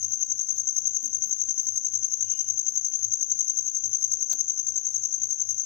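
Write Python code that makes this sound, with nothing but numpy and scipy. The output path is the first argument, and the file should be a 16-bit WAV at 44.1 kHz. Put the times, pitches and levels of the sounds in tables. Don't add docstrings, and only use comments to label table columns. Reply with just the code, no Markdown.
import sys
import numpy as np
from scipy import signal
from scipy.fft import rfft, irfft, next_fast_len
from scipy.io import wavfile
from scipy.ndimage import uniform_filter1d

SR = 44100
rng = np.random.default_rng(int(sys.argv[2]) if len(sys.argv) > 2 else 0)


def store_wav(level_fs):
    pcm = np.round(np.clip(np.atleast_2d(level_fs), -1, 1) * 32767)
    wavfile.write(sys.argv[1], SR, pcm.T.astype(np.int16))


def attenuation_scalar(level_db):
    decades = np.asarray(level_db, float) / 20
    return 10 ** decades


N = 249193
T = np.arange(N) / SR
LEFT_LAG_S = .0011
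LAST_STROKE_S = .0138


def curve(rows, t=T):
    return np.interp(t, *np.transpose(rows))


def band(hz, width, channels=1):
    sos = signal.butter(2, (hz - width / 2, hz + width / 2), "bandpass", fs=SR, output="sos")
    x = signal.sosfilt(sos, rng.standard_normal((channels, N)))
    return x / x.std()


def walk(rate):
    hold = int(SR / rate)
    steps = np.repeat(rng.standard_normal(N // hold + 1), hold)
    return 1.65 * uniform_filter1d(uniform_filter1d(steps, hold), hold)[:N]


def fading(count, t60_s):
    return np.exp(-np.log(1000) * np.arange(count) / SR / t60_s)


def swell(start_s, length_s, db, rise_db_s, fall_db_s):
    before = np.clip(start_s - T, 0, 1)
    after = np.clip(T - start_s - length_s, 0, 1)
    return attenuation_scalar(db - rise_db_s * before - fall_db_s * after)


def add(out, x, s):
    i = int(round(s * SR))
    a, b = max(i, 0), min(i + x.shape[-1], out.shape[-1])
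    if b > a:
        out[..., a:b] += x[..., a - i:b - i]


def room_noise():
    # f/Hz, left level/dB per Hz, right level/dB per Hz
    room_spectrum = [(30, -103, -103), (70, -104, -106), (139, -92.5, -96.5), (430, -96, -100),
                     (550, -100, -103), (1020, -102, -108), (2200, -103, -111), (3500, -104, -114),
                     (4300, -110, -119), (7560, -120, -130), (9500, -132, -122), (11100, -122, -119),
                     (16000, -116, -114)]
    alike_hz = 480
    size = next_fast_len(N)
    hz = np.fft.rfftfreq(size, 1 / SR) + 1
    at, left_db, right_db = np.transpose(room_spectrum)
    shared, own = rfft(rng.standard_normal((2, size)))
    alike = 1 / (1 + (hz / alike_hz) ** 2)
    left = alike * shared + np.sqrt(1 - alike ** 2) * own
    left = left * np.exp(-2j * np.pi * hz * LEFT_LAG_S)
    colour = [attenuation_scalar(np.interp(np.log(hz), np.log(at), db)) * np.sqrt(SR / 2) for db in (left_db, right_db)]
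    noise = irfft(np.array([left, shared]) * colour, size)[:, :N]
    return noise * attenuation_scalar(0.41 * walk(3.4))


def hum():
    # t/s, rms level at the top of a throb/dB
    hum_level = [(0, -49), (.1, -58), (.3, -61.5), (.9, -63), (1.2, -59.5), (1.45, -62), (2.0, -57.5),
                 (2.5, -57.5), (2.85, -65.5), (3.08, -54), (3.3, -63), (3.6, -66), (3.88, -58), (4.42, -64),
                 (4.7, -60.5), (5.25, -62), (5.65, -56)]
    # f/Hz, width/Hz, level at the right before wavering/dB
    drones = [(215.8, 17, -78.5), (400.8, 24, -73.5)]
    throb_hz, first_throb_s, sharpness = 3.68, 0.082, 2.2
    lag = int(LEFT_LAG_S * SR)

    throb = np.abs(np.cos(np.pi * throb_hz * (T - first_throb_s))) ** sharpness
    low_hz = 100 + .3 * walk(5.5)
    tone = np.sqrt(2) * attenuation_scalar(curve(hum_level)) * throb * np.sin(2 * np.pi * np.cumsum(low_hz) / SR)
    second_gain = np.sqrt(2) * attenuation_scalar(-76.5 + 3.4 * walk(4.4))
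    second_hz = 104.6 + .8 * walk(3)
    tone = tone + second_gain * np.sin(2 * np.pi * np.cumsum(second_hz) / SR)
    out = attenuation_scalar(np.array([[1.3], [-1.2]])) * np.array([np.roll(tone, lag), tone])
    for hz, width, db in drones:
        shared, own = attenuation_scalar(db + 2 * walk(6)) * band(hz, width, channels=2)
        out = out + np.array([attenuation_scalar(3.5) * np.roll(shared, lag) + own, shared])
    return out


def squeak():
    # f/Hz, width/Hz, relative level/dB
    squeak_bands = [(2905, 150, 1.5), (2500, 130, -5), (3170, 380, -8)]
    x = sum(attenuation_scalar(db) * band(hz, width)[0] for hz, width, db in squeak_bands)
    gain = swell(2.324, .01, -59, rise_db_s=130.5, fall_db_s=95.5)
    return attenuation_scalar(np.array([[0], [-9]])) * gain * x


def pen_scratch():
    # f/Hz, width/Hz, left level/dB, right level/dB (before the grit)
    scratch_bands = [(15100, 2000, -7, -20.5), (12200, 4100, -20, -22), (8900, 5700, -28, -24.5),
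                     (5400, 1300, -9.5, -28), (790, 1500, -18.5, -18), (279, 450, -15.5, -18.5)]
    # start t/s, length/s, scratch level/dB
    pen_strokes = [(0.089, .025, -58), (.21, .03, -56), (.485, .02, -57.5), (.575, .02, -58.5),
                   (.66, .03, -65), (0.768, .04, -55.5), (0.957, .02, -60.5), (1.045, .03, -53.5),
                   (1.271, 0.054, -50), (1.42, .03, -63.5), (1.584, .095, -54), (1.798, .04, -63),
                   (1.927, 0.019, -57), (2.385, .02, -66), (2.499, .09, -66), (2.72, 0.06, -59.5),
                   (2.9, .07, -60), (3.04, .01, -55), (3.198, 0.043, -62.5), (3.575, 0.018, -56),
                   (3.67, .03, -60), (3.85, .07, -59), (4.302, .05, -61.5), (5.394, .025, -60),
                   (5.58, .03, -60.5)]
    grit_db = 3.0
    rest_db, rest_spread_db = -76, 5

    grain = np.zeros((2, N))
    for hz, width, left_db, right_db in scratch_bands:
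        gain = attenuation_scalar(np.array([[left_db], [right_db]]) + grit_db * walk(120))
        grain += gain * band(hz, width, channels=2)
    rest = attenuation_scalar(rest_db + rest_spread_db * walk(14))
    strokes = sum(swell(*row, rise_db_s=650, fall_db_s=480) for row in pen_strokes)
    return (rest + strokes) * grain


def ring(modes, rise_s):
    count = SR // 5
    t = np.arange(count) / SR
    x = sum(attenuation_scalar(db) * np.sin(2 * np.pi * hz * t) * fading(count, t60) for hz, db, t60 in modes)
    x = x * (1 - np.exp(-t / rise_s)) ** 2
    return x / np.abs(x).max()


def pen_taps():
    # t/s, click level/dB, thud level/dB, knock level/dB, tick level/dB
    taps = [(0.1041, -77, -70, -46.5, -45.5), (0.561, -40.5, -66.5, -73, -39.5),
            (1.027, -51.5, -44.5, -59, -35), (1.0565, -51, -49, -55, -39), (1.105, -48, -60, -71.5, -51.5),
            (1.2737, -53, -51, -76, -49.5), (2.5711, -68.5, -53, -70, -50),
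            (3.5913, -34.5, -59.5, -58, -57), (3.701, -46, -67, -60.5, -50),
            (3.8697, -67, -52.5, -57.5, -58.5), (4.305, -38.5, -54.5, -44.5, -39),
            (4.3285, -24, -47.5, -35, -20.5), (5.2394, -58, -57, -56.5, -41)]
    # f/Hz, relative level/dB, t60/s
    click_modes = [(3654, -5, 0.0029), (4130, -2, 0.0036), (4920, 2.5, 0.0028)]
    # f/Hz, relative level/dB, t60/s
    pad_modes = [(238, -1, 0.2), (300.2, -0.5, 0.18), (360, -3, 0.31)]
    # f/Hz, relative level/dB, t60/s
    knock_modes = [(695, 0, 0.044), (984, -5, 0.021), (1410, 1.5, 0.052), (2030, -8, 0.019),
                   (2800, -7.5, 0.011)]
    # f/Hz, relative level/dB, t60/s
    tick_modes = [(7900, -3, 0.0036), (12060, -4.5, 0.0033), (14700, -2, .005)]
    right_db = (-17, -5, -7.5, -12.5)

    click, thud = ring(click_modes, 0.00075), ring(pad_modes, 0.0011)
    knock, tick = ring(knock_modes, 0.00029), ring(tick_modes, 0.00044)
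    fade = fading(len(tick), .018)
    tick = tick + attenuation_scalar(-11) * fade * rng.standard_normal(len(fade))
    parts = np.array([click, thud, knock, tick])
    out = np.zeros((2, N))
    for s, *db in taps:
        db = np.array(db)
        add(out[0], attenuation_scalar(db) @ parts, s + LEFT_LAG_S)
        add(out[1], attenuation_scalar(db + right_db) @ parts, s)
    count = SR // 4
    scatter = attenuation_scalar(-36) * rng.standard_normal((2, count)) * fading(count, .09)
    return out + signal.fftconvolve(out, scatter, axes=1)[:, :N]


def room_paths():
    # delay/ms, level/dB
    paths_left = [(0.93, -24.8), (2.33, -20.1), (3.3, -23.1), (4.16, -26.4), (4.86, -21.7), (6.2, -25.6),
                  (7.75, -17.5), (12.79, -29.9), (18.44, -32.3), (20.3, -32.6), (21.42, -28.6),
                  (22.68, -31.5), (23.83, -31.1), (38.66, -32.5), (39.93, -30.9), (41.0, -32.8),
                  (45.27, -32.6)]
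    # delay/ms, level/dB
    paths_right = [(0.0, -37.8), (1.24, -33.4), (2.23, -34.2), (3.83, -34.6), (5.58, -37.0), (8.05, -41.7),
                   (10.43, -44.0), (18.45, -42.6), (21.35, -43.3), (24.72, -48.4), (29.92, -47.6),
                   (36.27, -45.8), (38.65, -46.5)]
    tail_db = np.array([[-20], [-34.5]])
    tail_t60_s, tail_start_s, tail_build_s = 0.62, .028, .045

    size = SR // 2
    hz, t = np.fft.rfftfreq(size, 1 / SR), np.arange(size) / SR
    early = []
    for paths in (paths_left, paths_right):
        spectrum = sum(attenuation_scalar(db) * np.exp(-2j * np.pi * hz * ms / 1000) for ms, db in paths)
        early.append(irfft(spectrum, size))
    fade = fading(size, tail_t60_s) * np.clip((t - tail_start_s) / tail_build_s, 0, 1)
    tail = rng.standard_normal((2, size)) * fade / np.sqrt(np.sum(fade ** 2))
    return np.array(early) + attenuation_scalar(tail_db) * tail


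def chirps():
    # t/s, lateness/ms
    drift = [(.04, -4), (.31, -4), (.5, 1.8), (.86, 5), (.95, 9), (1.14, 9.8), (1.68, 0), (2.31, -4.5),
             (2.72, .4), (3.04, -3.5), (3.22, -2), (3.6, -5), (3.86, -8.5), (4.1, -3.5), (4.4, -4.6),
             (4.6, 1.8), (5.13, 6), (5.6, 6.8)]
    # t/s, level/dB
    effort = [(0, -0.7), (.7, 0.3), (.96, 0), (1.05, -3.5), (1.14, 0), (2.0, -0.1), (3.0, -0.15), (3.4, 1),
              (3.7, -0.1), (4.3, 1), (4.55, -0.5), (5.65, -0.2)]
    first_s, period_s, jitter_s = .0410, .09085, .0007
    beat = first_s + period_s * np.arange(-7, 62)
    jitter, share = rng.standard_normal((len(beat), 2)).T
    start_s = beat + curve(drift, beat) / 1000 + jitter_s * jitter
    middle_gain_db = 1.13 * share
    last_db = curve(effort, beat) - 0.35 * middle_gain_db
    return np.transpose([start_s, last_db, -2.5 + middle_gain_db])


def stroke(glide_from_hz, glide_to_hz, length_s, grit):
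    u = np.arange(int(length_s * SR)) / SR / length_s
    glide = glide_to_hz + (glide_from_hz - glide_to_hz) * (1 - u) ** 1.5
    hz = glide + 337 * np.exp(-u / .08) - 398 * u ** 4
    shape = u ** 1.2 * (1 - u) ** 1.34
    shape = shape / shape.max() * np.sqrt(LAST_STROKE_S / length_s)
    phase = 2 * np.pi * np.cumsum(hz) / SR
    return np.array([shape * np.cos(phase), shape ** .5 * np.cos(2 * phase), shape * grit[:len(u)]])


def wing_strokes(lead_s):
    wing = np.zeros((3, N + int(lead_s * SR)))
    rows = chirps()
    chance, grit = rng.standard_normal((len(rows), 6)), rng.standard_normal((len(rows), 3, 1000))
    for (s, db, middle_db), c, g in zip(rows, chance, grit):
        # glide from Hz, to Hz, length s, s after the last, dB, extra overtone dB
        strokes = [(6709, 6160, LAST_STROKE_S, 0, db, 0),
                   (6817, 6066, .0090, -.0144, db + middle_db, 1.5),
                   (6399, 5949.5, .0075, -.029, db + middle_db - 14, 12)]
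        for k, (from_hz, to_hz, length_s, offset_s, level_db, overtone_db) in enumerate(strokes):
            pitch = 1 + 0.0031 * (1 + k) * c[k]
            sound = stroke(pitch * from_hz, pitch * to_hz, length_s, g[k])
            gain = attenuation_scalar(level_db + 0.45 * c[5 - k] + np.array([[0], [overtone_db], [0]]))
            jitter_s = .0003 * k * c[3 + k]
            add(wing, gain * sound, lead_s + s + offset_s + jitter_s)
    return wing


def cricket():
    lead_s = 1.
    rasp_db = -27.5
    overtone_db, rustle_db = (-49.5, -29), (-41, -32)
    tone, overtone, grit = wing_strokes(lead_s)
    rasp = signal.sosfilt(signal.butter(4, (5300, 7600), "bandpass", fs=SR, output="sos"), grit)
    rustle = signal.sosfilt(signal.butter(2, (11500, 14500), "bandpass", fs=SR, output="sos"), grit)
    song = tone + attenuation_scalar(rasp_db) * rasp
    paths = room_paths()
    damping = fading(paths.shape[1], 0.5)
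    heard = []
    for path, db, fringe_db in zip(paths, overtone_db, rustle_db):
        treble = attenuation_scalar(db) * overtone + attenuation_scalar(fringe_db) * rustle
        heard.append(signal.fftconvolve(song, path) + signal.fftconvolve(treble, path * damping))
    lead = int(lead_s * SR)
    return np.array(heard)[:, lead:lead + N]


def scene():
    return room_noise() + hum() + squeak() + pen_scratch() + pen_taps() + cricket()


def low_pass(x):
    return signal.sosfilt(signal.butter(12, 16730, fs=SR, output="sos"), x)


def record(dry):
    mix = signal.sosfilt(signal.ellip(12, .3, 70, 15790, fs=SR, output="sos"), dry)
    mix = signal.sosfilt(signal.butter(2, 45, "highpass", fs=SR, output="sos"), mix)
    return low_pass(mix)


dry = scene()
out = record(dry)
store_wav(out)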